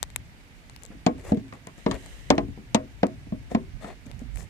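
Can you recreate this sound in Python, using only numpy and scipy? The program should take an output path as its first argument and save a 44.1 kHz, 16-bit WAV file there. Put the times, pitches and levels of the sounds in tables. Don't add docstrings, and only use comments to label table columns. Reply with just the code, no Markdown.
import sys
import numpy as np
from scipy import signal
from scipy.io import wavfile

SR = 44100
rng = np.random.default_rng(int(sys.argv[2]) if len(sys.argv) > 2 else 0)


def boost_factor(decibels):
    exponent = np.asarray(decibels, float) / 20
    return 10 ** exponent


def wrap_up_sound(samples):
    columns = np.atleast_2d(samples).T
    tamed = np.clip(columns, -1, 1)
    steps = np.round(tamed * 32767).astype(np.int16)
    wavfile.write(sys.argv[1], SR, steps)


N = 198263

# start_s, thud_db, softness_db (clank below thud), edge_crack_db, frame_ring_db
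HOOD_BLOWS = [(0.9, -40.5, 52, -67, -4), (0.946, -43, 38, -68, -2), (1.062, -14, 12, -29, 2.5),
              (1.317, -13, 30.5, -47.5, 2.5), (1.37, -24, 30, -58, -14), (1.777, -43, 39, -55, -8),
              (1.861, -16, 14, -52, 0.5), (1.884, -26, 35, -60, -12), (2.301, -15, 5, -23, 0),
              (2.378, -20, 11, -45, 1), (2.48, -34, 41, -64, -2), (2.571, -33.5, 30, -80, -6),
              (2.744, -17.5, 5, -18.5, 4), (3.029, -16, 12.5, -53.5, 4), (3.266, -45, 35, -79, 2),
              (3.32, -25, 30.5, -76, -2), (3.512, -31, 19, -63, 5), (3.546, -16.5, 16.5, -45, -5.5),
              (4.059, -43.5, 32, -53, -17), (4.213, -36.5, 44, -73, -1)]
LEFT_RIGHT = np.array([[1], [-1]])


def rms_one(x):
    return x / np.sqrt(np.mean(x ** 2) + 1e-20)


def in_time(rows):
    s, *columns = np.transpose(rows)
    return [np.interp(np.arange(N) / SR, s, column) for column in columns]


def at_hz(points, hz):
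    points = np.array(points)
    return np.interp(np.log(hz), np.log(points[:, 0]), points[:, 1])


def pan(left_right_db):
    return boost_factor(left_right_db / 2 * LEFT_RIGHT)


def band(x, low_hz, high_hz):
    sos = signal.butter(2, [low_hz, min(high_hz, 0.45 * SR)], "band", fs=SR, output="sos")
    return signal.sosfilt(sos, x)


def peak(x, hz, width_hz):
    r = np.exp(-np.pi * width_hz / SR)
    top = np.array([1, 0, -1]) * (1 - r * r) / 2
    return signal.lfilter(top, [1, -2 * r * np.cos(2 * np.pi * hz / SR), r * r], x)


def drift(rate_hz):
    r = np.exp(-80 * np.pi * rate_hz / SR)
    white = rng.standard_normal(N // 40 + 2002)
    slow = rms_one(signal.lfilter([1], [1, -2 * r, r * r], white)[2000:])
    return np.interp(np.arange(N) / 40, np.arange(len(slow)), slow)


def add(out, sound, s):
    at = round(s * SR)
    out[..., at:at + sound.shape[-1]] += sound[..., :N - at]


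def stroke(top_s, rise_s, fall_s):
    out = np.zeros(N)
    t = np.arange(round((rise_s + fall_s) * SR)) / SR
    ramp = np.interp(t, [0, rise_s, rise_s + fall_s], [0, 1, 0])
    add(out, np.sin(np.pi / 2 * ramp) ** 1.5, top_s - rise_s)
    return out


def contacts():
    # start_s, thud_db, softness_db, edge_crack_db, frame_ring_db
    latch_rattles = [
        (1.523, -45.5, 0, -65, -1),
        (1.668, -44.5, 0, -77, 7),
        (1.91, -32, 2, -32.5, 0),
        (3.842, -37.5, 5, -77, -3),
    ]
    rattle_body_db = -8.5
    rows = [(*row, 0) for row in HOOD_BLOWS] + [(*row, rattle_body_db) for row in latch_rattles]
    s, thud_db, soft_db, edge_db, ring_db, thin_db = np.transpose(sorted(rows))
    body_db = thud_db - 0.44 * soft_db + thin_db
    clank_db = thud_db - soft_db
    crack_db = clank_db + 0.25 * (edge_db - clank_db) + 1.5
    return zip(s, thud_db, body_db, body_db + ring_db, clank_db, crack_db, edge_db)


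def knocks():
    # pitch_hz, level_db, t60_s (time to fall 60 dB)
    panel_modes = [(97.5, 3.5, 0.15), (206, 10, 0.15), (565, -0.5, 0.039), (126, -2, 0.17),
                   (182.7, 7.5, 0.11), (194.4, -2, 0.17), (222.5, -1.5, 0.3), (239.5, 3, 0.22),
                   (271, 1, 0.38), (294.5, -1.5, 0.25), (321.3, -2, 0.26), (368.6, -8.5, 0.37),
                   (418, -13.5, 0.4), (457.5, 4, 0.11), (493.3, -1, 0.21), (583, -30.5, 0.42),
                   (613, 0.5, 0.17), (643.7, -3, 0.19), (696, -7.5, 0.13), (741.4, 2, 0.11),
                   (847, -11, 0.12), (880, -14, 0.11), (960, -7, 0.11), (1090, -11.5, 0.16),
                   (1090, -56, 0.27), (1188, -16.5, 0.087)]
    # low_hz, high_hz, level_db, first_t60_s, tail_db, tail_t60_s
    upper_modes = [(820, 1300, -4, 0.095, -14, 0.1), (1020, 1490, -7.5, 0.028, -10, 0.2),
                   (1595, 2450, -0.5, 0.026, -7.5, 0.11), (2520, 4360, 3, 0.029, -8, 0.053),
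                   (3520, 3540, -2, 0.0076, -18.5, 0.01), (4720, 5550, 0, 0.012, -22, 0.093),
                   (5950, 7800, 5.5, 0.016, -10.5, 0.041), (9000, 13000, -14.5, 0.012, -19, .03)]
    # pitch_hz, loss_db
    far_loss = [(100, 7), (250, -1.8), (450, 5.5), (700, 5.5), (1100, 3.5), (2000, -1.5), (4000, 25),
                (8000, 29), (12000, 13)]
    out, t = np.zeros((2, N)), np.arange(SR // 4) / SR
    hz, mode_db, t60 = np.transpose(panel_modes)[:, :, None]
    swell = 1 - np.exp(-(t / (0.0017 + 0.43 / hz)) ** 2)
    dying = boost_factor(-6.5 - 60 * t / t60) + boost_factor(-60 * t / (0.43 * t60))

    for s, thud_db, body_db, ring_db, clank_db, crack_db, edge_db in contacts():
        spread, scatter, far_db, far_phase, bend, beat = rng.standard_normal((6, *hz.shape))
        groups = [(290, thud_db - 11.0), (450, body_db - 0.5), (560, ring_db - 0.5),
                  (740, ring_db - 0.5), (1000, clank_db + 12)]
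        twins = 1 + 0.8 * np.sin(2 * np.pi * 0.0281 * hz * beat * t)
        twins = twins + 0.55 * np.sin(2 * np.pi * 0.06 * hz * far_db * t)
        size = boost_factor(at_hz(groups, hz) + mode_db + 2.0 * spread) * swell * dying * twins
        phase = 2 * np.pi * hz * (1 + 0.0247 * bend) * (t - 0.0048) + np.pi + 0.97 * scatter
        late = phase - 2 * np.pi * hz * 0.00031 + 0.68 * far_phase
        far = size * boost_factor(1.3 * far_db - at_hz(far_loss, hz)) * np.cos(late)
        near = size * np.cos(phase)
        add(out, np.array([near.sum(axis=0), far.sum(axis=0)]), s + 0.001)

        levels = np.repeat([clank_db, crack_db, edge_db], [3, 3, 2])
        for level, (low, high, gain_db, first, tail_db, tail) in zip(levels, upper_modes):
            near, other = band(rng.standard_normal((2, len(t))), low, high)
            fade = boost_factor(-60 * t / first) + boost_factor(tail_db - 60 * t / tail)
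            shape = np.minimum(t / 0.00079, 1) * fade * boost_factor(level + gain_db) / np.std(near)
            loss_db = at_hz(far_loss, np.sqrt(low * high))
            add(out[0], near * shape, s + 0.001588)
            add(out[1], (near + 0.5 * other) * shape * boost_factor(-loss_db), s + 0.001722)
    return out


def friction(shape, per_s, far_db):
    happens = rng.random((2, N)) < per_s / SR
    strength = boost_factor(1.4 * np.minimum(rng.exponential(1, (2, N)), 5))
    slips = happens * strength * rng.choice([-1, 1], (2, N))
    slips[1] = 0.59 * slips[0] + 0.59 * slips[1]
    rings = 0
    for hz, width, db in shape:
        rings = rings + boost_factor(db) * peak(peak(slips, hz, width), hz, 1.5 * width) / np.sqrt(width)
    return rms_one(rings) * boost_factor([[0], [-far_db]])


def slides():
    # pitch_hz, width_hz, level_db
    paint_tone, case_tone, squeak_tone = [(228, 17, 7), (448, 370, 20.5), (707, 1000, 12), (1020, 810, -13),
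                                          (1630, 550, 6), (3140, 300, -4)], [(6980, 3600, 4.5), (9600, 860, -11),
                                                         (10540, 5900, -8.5), (5300, 1200, -15)], [(210, 40, 12), (673, 150, 16),
                                                                       (1270, 80, 4), (1800, 180, 8),
                                                                       (3600, 150, 1), (4290, 90, -1),
                                                                       (6430, 200, -9), (7800, 500, -4),
                                                                       (8710, 200, -7)]
    # loudest_s, fade_s, paint_db, case_db
    skids = [
        (.83, 0.067, -57.5, -67),
        (1.195, 0.073, -51.5, -63),
        (1.38, 0.048, -54, -69),
        (1.538, 0.057, -49, -65),
        (1.925, 0.065, -36.5, -65),
        (4.07, 0.12, -54, -72),
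    ]
    # loudest_s, half_length_s, paint_db, case_db, squeak_db
    drags = [
        (0.924, 0.028, -49, -75, -80),
        (1.284, 0.057, -42, -51, -52.5),
        (1.79, 0.034, -57, -61, -54),
        (2.07, 0.27, -59, -61, -64),
        (3.523, 0.028, -46, -56, -45),
        (3.847, 0.05, -48.5, -57.5, -40.5),
        (3.901, 0.046, -43, -63, -46.5),
        (4.208, 0.03, -59, -64, -86),
        (4.398, 0.071, -53.5, -51, -54),
    ]
    levels = np.zeros((3, N))
    for s, fade, paint_db, case_db in skids:
        levels += boost_factor([[paint_db], [case_db], [paint_db - 14]]) * stroke(s, 0.024, fade)
    for s, half, *db in drags:
        levels += boost_factor(db)[:, None] * stroke(s, half, half)
    paint, case, squeak = levels * boost_factor(2.0 * drift(45))
    out = paint * friction(paint_tone, 3000, far_db=2.0)
    out = out + case * friction(case_tone, 16000, far_db=17)
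    return out + squeak * friction(squeak_tone, 4600, far_db=10)


def ticks():
    # start_s, peak_db, low_knock_db
    grip_ticks = [(0.0285, -12.5, -15.5), (0.0373, -51, -32), (0.102, -43, -41.5), (0.1605, -16.5, -17),
                  (0.697, -45, -37.5), (0.7622, -59, -33.5), (0.8223, -68.5, -45), (0.8344, -34, -43),
                  (0.8514, -37.5, -40), (0.862, -42, -57), (1.181, -59, -49), (1.1965, -61, -44),
                  (1.212, -50, -58), (1.238, -66, -49), (1.346, -53, -42), (1.4816, -55, -45.5),
                  (1.5361, -64, -45), (1.6705, -34.5, -63), (1.943, -39, -40), (1.952, -45, -46),
                  (2.0605, -43, -37), (2.354, -45, -55), (3.0678, -43, -33.5), (4.0667, -58, -43),
                  (4.114, -56, -35.5), (4.1924, -45.5, -71), (4.358, -43.5, -36.5), (4.372, -47, -36.5),
                  (4.4066, -48, -39)]
    pan_db = 29
    out, t = np.zeros((2, N)), np.arange(SR // 40) / SR
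    for s, top_db, case_db in grip_ticks:
        snap = rng.standard_normal(len(t)) * (boost_factor(-60 * t / 0.0007) + boost_factor(-16.5 - 60 * t / 0.01))
        snap[0] = 2.16
        bright = peak(snap, 7300, 2000) + 0.22 * peak(snap, 12600, 3100) + 0.48 * peak(snap, 3480, 1530)
        case = peak(snap, 934, 330) + 0.63 * peak(snap, 1830, 1300)
        bright = band(boost_factor(top_db + 12.0) * bright / abs(bright).max(), 1830, 11700)
        case = boost_factor(case_db + 10.5) * case / abs(case).max()
        add(out[0], bright + case, s + 0.0007)
        add(out[1], boost_factor(-pan_db) * bright + boost_factor(-0.45 * pan_db) * case, s + 0.0011784)
    return out


def passing():
    # pitch_hz, width_hz, level_db, left_right_db
    tyre_tone = [(1930, 590, -1.5, -12.5), (2810, 700, -1.5, -9), (3860, 420, -5, -6), (4900, 1200, -6, -1),
                 (6430, 840, -10.5, 15.5), (7500, 690, -11.5, 17), (8600, 1100, -9, 13),
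                 (10600, 3000, -10.5, 5)]
    white = rng.standard_normal((2, N))
    hiss = 0
    for hz, width, db, pan_db in tyre_tone:
        ring = peak(peak(white, hz, width), hz, 1.3 * width) / np.sqrt(width)
        hiss = hiss + boost_factor(db) * pan(pan_db) * ring
    return boost_factor(-53.5) * stroke(2.06, 0.47, 0.5) * rms_one(hiss)


def wind():
    # time_s, strength_db, left_right_db
    wind_curve = [(0.0, -41, 5), (0.15, -49.5, 0.5), (0.57, -56.5, -2), (1.25, -51.5, -1), (1.3, -38, 3),
                  (1.5, -66.5, -8), (1.79, -55, 1), (1.94, -43.5, 21), (2.01, -49.5, 0), (2.53, -47, 12),
                  (2.59, -52, 5), (3.11, -52.5, 2), (3.35, -44.5, -3), (3.6, -50, 7), (3.76, -47, -20),
                  (3.81, -50, -3), (4.44, -42, -19.5), (4.49, -48, -9)]
    gust_db, pan_db = in_time(wind_curve)
    gusts = []
    for port in range(2):
        lumps = rms_one(band(band(rng.standard_normal(N), 33.4, 57.3), 30, 116))
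        gusts.append(boost_factor(gust_db + 1.0 + 2.0 * drift(1.6)) * lumps)
    shared, own = rng.standard_normal(N), rng.standard_normal((2, N))
    rumble = boost_factor(2.8 * drift(3.9)) * rms_one(band(band(shared + 0.7 * own, 46.6, 140), 58.5, 300))
    rise_s, fade_s = 0.067, 0.19
    shudder = sum(boost_factor(thud_db - 32.5) * stroke(s + rise_s, rise_s, fade_s) for s, thud_db, *_ in HOOD_BLOWS)
    blown = np.array(gusts) + boost_factor(-50.5 + 0.61 * (gust_db - gust_db.mean())) * rumble
    return blown * pan(pan_db) + shudder * rumble * pan(-1.5)


def air():
    # pitch_hz, level_db (per Hz)
    air_tone = [(88, -27), (150, -4.5), (205, -15), (244, -4.5), (286, -14), (494, -19.5), (566, -21),
                (689, -19), (774, -13.5), (905, -25.5), (1210, -23), (2020, -18.5), (3840, -27),
                (14800, -43.5), (16000, -48)]
    # pitch_hz, likeness (-1 to 1)
    likeness = [(60, 0.38), (130, 1), (290, 0.76), (640, 0.6), (1410, -0.26), (3100, -0.038),
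                (6820, -0.036), (15000, 0.075)]
    # pitch_hz, left_right_db
    balance = [(60, -1.0), (110, -3), (200, 1), (380, -3.5), (700, 1.5), (1290, -3.5), (2380, -8),
               (4400, 6), (8120, 11.5), (15000, -8)]
    out, white = 0, rng.standard_normal((2, 2, N))
    edges = 150 * 2 ** np.arange(0, 6.9, 1 / 3)
    for k, (low, high) in enumerate(zip(edges, edges[1:])):
        mid, side = band(white[k % 2], low, high)
        hz = np.sqrt(low * high)
        alike = np.clip(at_hz(likeness, hz), -1, 1)
        gain = boost_factor(at_hz(air_tone, hz) + 0.98 * drift(30)) * pan(at_hz(balance, hz))
        out = out + gain * (np.sqrt(1 + alike) * mid + np.sqrt(1 - alike) * side * LEFT_RIGHT)
    return boost_factor(-54.5) * rms_one(out)


def scene():
    return knocks() + slides() + ticks() + passing() + wind() + air()


def low_pass(x):
    return signal.sosfilt(signal.butter(12, 16960, fs=SR, output="sos"), x)


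def record(dry):
    rounded = 0.95 * np.tanh(dry / 0.97)
    dull = signal.sosfilt(signal.cheby2(10, 50, 16400, fs=SR, output="sos"), rounded)
    return low_pass(dull)


dry = scene()
out = record(dry)
wrap_up_sound(out)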